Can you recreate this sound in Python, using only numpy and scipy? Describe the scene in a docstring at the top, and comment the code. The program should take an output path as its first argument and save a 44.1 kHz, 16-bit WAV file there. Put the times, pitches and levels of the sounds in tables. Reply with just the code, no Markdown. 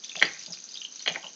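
"""Wok and spoon in a small kitchen

Hot oil sizzles in a lidded wok: a dense fizz and simmer of tiny swelling pings, dry crackle, and larger
pitched pops with a noisy spit. Beside it a hand shifts a plastic spoon on a wooden cutting board, which
clacks twice and rattles briefly: contacts and slips shake a set of decaying modes.
Early echoes and a short tail off the hard walls lie over fan noise, hiss and a faint hum from the
cooker's fan; the microphone has little bass and a narrow band."""
import sys
import numpy as np
from scipy import signal
from scipy.fft import rfft, irfft
from scipy.io import wavfile

SR = 44100
rng = np.random.default_rng(int(sys.argv[2]) if len(sys.argv) > 2 else 0)


def file_out(sig):
    """Save sig as 16-bit WAV at sys.argv[1]."""
    # one column per channel
    cols = np.atleast_2d(sig).T
    # limit, then scale
    lim = np.clip(cols, -1, 1)
    pcm = np.round(lim * 32767).astype(np.int16)
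    wavfile.write(sys.argv[1], SR, pcm)


N = 59535  # length in samples

# how hard the oil boils, for fizz and crackle alike: [t/s, level/dB]
BOIL = [(0, -5.5), (.03, -5), (.045, 1), (.14, -3.5), (.19, 3.5), (.3, -0.5), (.375, -3), (.4, 2.5),
        (.47, 1.5), (.49, -8.5), (.55, 3.5), (.61, -6.5), (.7, 0.5), (.8, -1), (.89, -9.5), (1, 2.5),
        (1.12, 0), (1.35, -6)]
# colour of oil-film snaps and spits: [f/Hz, level/dB]
FILM_COLOUR = [(300, -20), (1500, -12), (2400, -16.5), (4000, 2), (5200, 0), (6400, -6.5), (7500, -3.5),
               (9000, -14)]
# what spoon and board ring with: [f/Hz, level/dB, t60/s]
BOARD_MODES = [(182, -41, 0.1), (300, -35.5, 0.025), (443.3, -23.5, .05), (627, -22, 0.024),
               (809, -21, 0.023), (1073, -22, 0.028), (1355, -20.5, 0.023), (1556, -14.5, 0.017),
               (1855, -11, 0.0081), (1956, -1, 0.0096), (2216, -8.5, 0.019), (2450, -19, .025),
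               (2910, -12, .014), (3155, -0.5, 0.0082), (4106, -13, .012), (4586, -17.5, 0.0087),
               (5930, -11, 0.0056), (6820, -27.5, 0.014)]


def pops():
    """Each large bubble tears open with a short spit and gives one slightly rising ping."""
    # larger bubbles bursting in the oil: [t/s, f/Hz at the top of the swell, level/dB]
    bursts = [(.025, 6120, -39), (0.039, 3430, -30), (.044, 5980, -28), (.081, 5500, -40.5),
              (.095, 3475, -26), (0.117, 2540, -32.5), (.129, 6280, -34.5), (0.156, 2610, -27),
              (.163, 6200, -31), (0.1652, 3410, -26), (.184, 4830, -35.5), (0.1954, 3340, -22.5),
              (.199, 6300, -35.5), (.252, 4640, -22.5), (0.334, 5940, -31.5), (.393, 5900, -31),
              (0.4352, 5680, -33.5), (0.4613, 4740, -32), (.462, 3530, -37), (.507, 6670, -33),
              (0.522, 5640, -28.5), (.5235, 5130, -31), (.531, 4880, -26.5), (0.545, 4460, -36),
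              (.6015, 6410, -35), (0.6393, 6000, -32.5), (0.6899, 4760, -34), (.7417, 4840, -29.5),
              (0.7553, 3240, -30), (0.7728, 3680, -27), (.8135, 6120, -40), (.816, 3000, -27.5),
              (.849, 3020, -24.5), (0.9233, 6130, -33.5), (.958, 5820, -32.5), (0.9938, 4240, -31),
              (1.0236, 5890, -28.5), (1.087, 6340, -27.5), (1.122, 6160, -30), (1.2275, 3100, -36.5),
              (1.2428, 2830, -31.5), (1.2661, 3030, -29.5)]
    rise_s, glide, roundness = 0.00099, 0.018, 1.24  # glide: share of the pitch gained per rise time
    spit_db, spit_decay_s, spit_lead_s = -8.5, 0.009, 0.0016  # level against the ping, before colouring
    pings, spits = np.zeros((2, N))
    t = np.arange(SR // 20) / SR
    for s, hz, db in bursts:
        add(pings, s, amp(db) * ping(hz, rise_s, glide, roundness))
        spit = np.exp(-t / spit_decay_s) * rng.standard_normal(len(t))
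        add(spits, s - spit_lead_s, amp(db + spit_db) * spit)
    return pings + coloured(spits, FILM_COLOUR)


def fizz(count=40):
    """Tiny bubbles of many sizes burst at random, a few much louder than the rest."""
    # balance of the tiny bubbles by pitch: [f/Hz, level/dB]
    balance = [(2400, -5.5), (3200, -11), (4000, -7), (4800, -2), (5400, -17), (6200, -2), (6700, -2.5),
               (7300, -2)]
    level_db, spread_db = -50.5, 4.5  # rms level before the boil curve
    bursts_per_s, rise_s = 1500, 0.0004  # rate of all pitches together; rise before scatter
    out = np.zeros(N)
    for hz in np.linspace(balance[0][0], balance[-1][0], count):
        sizes = amp(spread_db * np.minimum(rng.exponential(1, N), 4))
        bursts = sizes * (rng.random(N) < bursts_per_s / count / SR)
        bubble = ping(hz, rise_s * rng.uniform(0.66, 1.7))
        out += amp(read(balance, hz)) * signal.oaconvolve(bursts, bubble)[:N]
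    return evened(out) * amp(level_db + boil_db())


def simmer(count=200):
    """Middling bubbles of nearly one size burst at uneven intervals."""
    level_db, spread_db, bursts_per_s = -41, 5, 85
    centre_hz, scatter_hz, rise_s = 6234, 201, 0.00059
    out = np.zeros(N)
    times = np.cumsum(rng.gamma(2, 1 / 2, count)) / bursts_per_s
    for s, (pitch, size) in zip(times, rng.standard_normal((count, 2))):
        bubble = ping(centre_hz + scatter_hz * pitch, rise_s)
        add(out, s, amp(level_db + spread_db * min(size, 1)) * bubble)
    return out


def crackle():
    """Dry snaps of oil films breaking: random clicks of either sign, coloured by the film spectrum."""
    level_db, spread_db, snaps_per_s = -53.5, 3.5, 300  # rms level before the boil curve
    sizes = amp(spread_db * np.minimum(rng.exponential(1, N), 3))
    snaps = sizes * rng.choice([-1, 1], N) * (rng.random(N) < snaps_per_s / SR)
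    return evened(coloured(snaps, FILM_COLOUR)) * amp(level_db + boil_db())


def boil_db():
    """The boil's level in dB at every sample, in straight lines between points."""
    return np.interp(np.arange(N) / SR, *np.transpose(BOIL))


def spoon():
    """Knocks, soft bumps and short drags on the cutting board."""
    return knocks() + bumps() + drags()


def knocks():
    """Each contact of spoon and board excites their modes with its own colour."""
    # [t/s, level/dB, thud/dB, clack near 2 kHz/dB, click near 3.5 kHz/dB, contact time/s]
    contacts = [(.1535, -15.5, -3, -17, -23, 0.00063), (0.2139, -6.5, 2, 5, 0.5, 0.0025),
                (.224, 1.5, -1, 4.5, -4.5, 0.0011), (0.2276, -15, 10, -27.5, 20.5, 0.00077),
                (0.2366, -22, -6, -28, -30, 0.0006), (.364, -30.5, -18, 3.5, -7, 0.002),
                (1.003, -27, -26, -8, 12.5, .002), (1.0599, -7, -7.5, 2.5, 10, 0.003),
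                (1.075, -6, 2.5, -12.5, 7.5, .001), (1.0791, -12, 8.5, -1, 8, 0.00035),
                (1.097, -21.5, 5, 1, -13, 0.0016), (1.1574, -7, -5, 3, -25, 0.0025),
                (1.163, -21, 8.5, -13.5, -20, .003), (1.17, -27.5, 0.5, -19.5, -5, 0.0018)]
    # where a contact's colour is set: [f/Hz] of thud, neutral, clack, neutral, click, neutral
    colour_hz = [500, 1250, 1950, 2600, 3500, 6000]
    out = np.zeros(N)
    for s, db, thud_db, clack_db, click_db, contact_s in contacts:
        colour = list(zip(colour_hz, (thud_db, 0, clack_db, 0, click_db, 0)))
        add(out, s, amp(db) * ring(colour, contact_s))
    return out


def ring(colour, contact_s):
    """The modes of spoon and board, weighted by the contact's colour; low modes take longer to build."""
    build_cycles = 1
    t = np.arange(SR // 4) / SR
    out = np.zeros(len(t))
    for k, (hz, db, t60) in enumerate(BOARD_MODES):
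        build = 1 - np.exp(-t ** 2 / (contact_s ** 2 + (build_cycles / hz) ** 2))
        decay = amp(db + read(colour, hz) - 60 * t / t60)
        sign = (-1) ** (k // 2)  # modes alternate in polarity, two by two
        out += sign * build * decay * np.sin(2 * np.pi * hz * t)
    return out


def bumps():
    """The hand's soft bumps on the board, each a low ping that swells and dies."""
    # [t/s, level/dB]
    touches = [(.166, -47), (.24, -40), (.482, -47), (0.505, -43), (1.109, -40), (1.241, -51.5)]
    out = np.zeros(N)
    for s, db in touches:
        add(out, s, amp(db) * ping(175.3, rise_s=0.0068))
    return out


def drags():
    """The spoon chatters and drags on the wood in short strokes."""
    # [t/s, length/s, rms level/dB, centre f/Hz]
    strokes = [(0.159, 0.036, -45.5, 647), (.224, 0.01, -31, 5450), (.215, 0.049, -38.5, 438),
               (0.231, 0.044, -38.5, 2800), (0.237, 0.071, -42.5, 1910), (0.331, .04, -50.5, 2040),
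               (0.471, 0.057, -55.5, 617), (1.064, 0.062, -42.5, 674), (1.076, 0.028, -32, 3020),
               (1.092, 0.036, -42, 2500), (1.136, 0.022, -39.5, 2550), (1.156, .035, -44, 763),
               (1.234, 0.033, -48.5, 1050), (1.235, 0.062, -54, 594)]
    out = np.zeros(N)
    for s, length_s, db, centre_hz in strokes:
        add(out, s, amp(db) * drag(length_s, centre_hz))
    return out


def drag(length_s, centre_hz):
    """Tiny random slips shake mostly the modes that lie near one pitch."""
    slips_per_s, width_octaves, skirt_db = 430, 0.37, -28.5  # skirt: share added to every mode
    t = np.arange(SR // 8) / SR
    u = np.arange(0, length_s, 1 / SR) / length_s
    slips = rng.choice([-1, 1], N) * (rng.random(N) < slips_per_s / SR)
    body = np.zeros(len(t))
    for hz, _, t60 in BOARD_MODES:
        share = np.exp(-(np.log2(hz / centre_hz) / width_octaves) ** 2) + amp(skirt_db)
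        decay = amp(-60 * t / t60) / np.sqrt(t60)
        body += rng.choice([-1, 1]) * share * decay * np.sin(2 * np.pi * hz * t)
    chatter = signal.oaconvolve(slips, body)[len(t):][:len(u)]  # skips the ring's first build-up
    return evened(chatter * np.sqrt(np.sin(np.pi * u)))


def bed():
    """Steady fan noise and distant hiss as shaped noise, with the fan's faint hum as one sine."""
    # spectrum of fan and hiss before levelling: [f/Hz, level/dB]
    spectrum = [(30, -38), (70, -24.5), (120, -15.5), (165, -4.5), (230, 0), (320, -3.5), (700, -8.5),
                (1200, -11.5), (1550, -7), (2000, -14), (3200, -11.5), (4600, -8.5), (6300, 3.5),
                (7300, -10), (9000, -14)]
    noise_db, hum_hz, hum_db = -52.5, 202, -77  # rms levels
    hum = np.sqrt(2) * np.sin(2 * np.pi * hum_hz * np.arange(N) / SR)
    noise = evened(coloured(rng.standard_normal(N), spectrum))
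    return amp(noise_db) * noise + amp(hum_db) * hum


def kitchen(x, wet_db, near_db, near_s=0.01, build_s=0.0024):
    """Direct sound, single early echoes, a quick scatter from nearby things, and the room's tail."""
    # how long the room rings: [f/Hz, t60/s]
    reverb_time = [(150, 0.55), (400, 0.3), (1000, 0.39), (2500, 0.3), (7000, 0.17)]
    # echoes off worktop and nearby walls: [delay/s, share]
    early = [(.0037, 0.26), (.0058, 0.084), (0.0116, 0.077), (0.0188, .09)]
    t = np.arange(SR // 2) / SR
    tail_noise, near_noise = rng.standard_normal((2, len(t)))
    hz, at, z = signal.stft(tail_noise, SR, nperseg=256)
    decay = amp(-60 * at / read(reverb_time, hz)[:, None])
    tail = signal.istft(z * decay, SR, nperseg=256)[1][:len(t)]
    build = 1 - np.exp(-(t / build_s) ** 2)
    tail = tail * build
    near = near_noise * build * np.exp(-t / near_s)
    response = amp(wet_db) * tail / np.linalg.norm(tail)
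    response += amp(near_db) * near / np.linalg.norm(near)
    for s, share in [(0.00038, 0.99)] + early:  # the direct sound comes first
        add(response, s, np.array([share]))
    return signal.fftconvolve(x, response)[:N]


def ping(hz, rise_s, glide=0, swell=1):
    """A tone that swells for one rise time and dies away; it passes hz at the top of the swell."""
    u = np.arange(0, 10 * rise_s, 1 / SR) / rise_s
    envelope = (u * np.exp(1 - u)) ** swell
    return envelope * np.sin(2 * np.pi * hz * rise_s * (u + glide * u * (u / 2 - 1)))


def coloured(x, points):
    """Filters by a spectrum given as frequency and dB."""
    gain = amp(read(points, np.fft.rfftfreq(2 * N, 1 / SR)))
    return irfft(rfft(x, 2 * N) * gain)[:N]


def read(points, hz):
    """Reads a curve on a log-frequency axis."""
    f, value = np.transpose(points)
    return np.interp(np.log(hz + 1), np.log(f + 1), value)


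def add(mix, s, sound):
    """Mixes a sound in at time s."""
    part = mix[max(round(s * SR), 0):][:len(sound)]
    part += sound[:len(part)]


def evened(x):
    """Scales to an rms of one."""
    return x / np.sqrt(np.mean(x ** 2) + 1e-20)


def amp(db):
    """Decibels to gain."""
    return 10 ** (np.asarray(db) / 20)


def scene():
    """The wok and the board in one kitchen, the board with less room on it, over the steady bed."""
    wok = kitchen(pops() + simmer() + fizz() + crackle(), wet_db=-8.5, near_db=-7.5)
    board = kitchen(spoon(), wet_db=-12.5, near_db=-9)
    return (wok + board + bed())[None]


def record(dry):
    """A microphone with little bass and a narrow band, which rounds off the loudest peaks."""
    # response of the microphone: [f/Hz, level/dB]
    response = [(20, -17.5), (70, -13.5), (150, -1.5), (6600, 0.5), (7200, -12.5), (8000, -19.5),
                (9500, -22.5)]
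    rounded = 0.96 * dry[0] / (1 + abs(dry[0]) ** 8) ** (1 / 8)
    heard = coloured(rounded, response)
    band_edge = signal.firwin(127, 8900, window=("kaiser", 9), fs=SR)  # low-pass, edge in Hz
    return signal.oaconvolve(heard, band_edge, "same")[None]


dry = scene()
out = record(dry)
file_out(out)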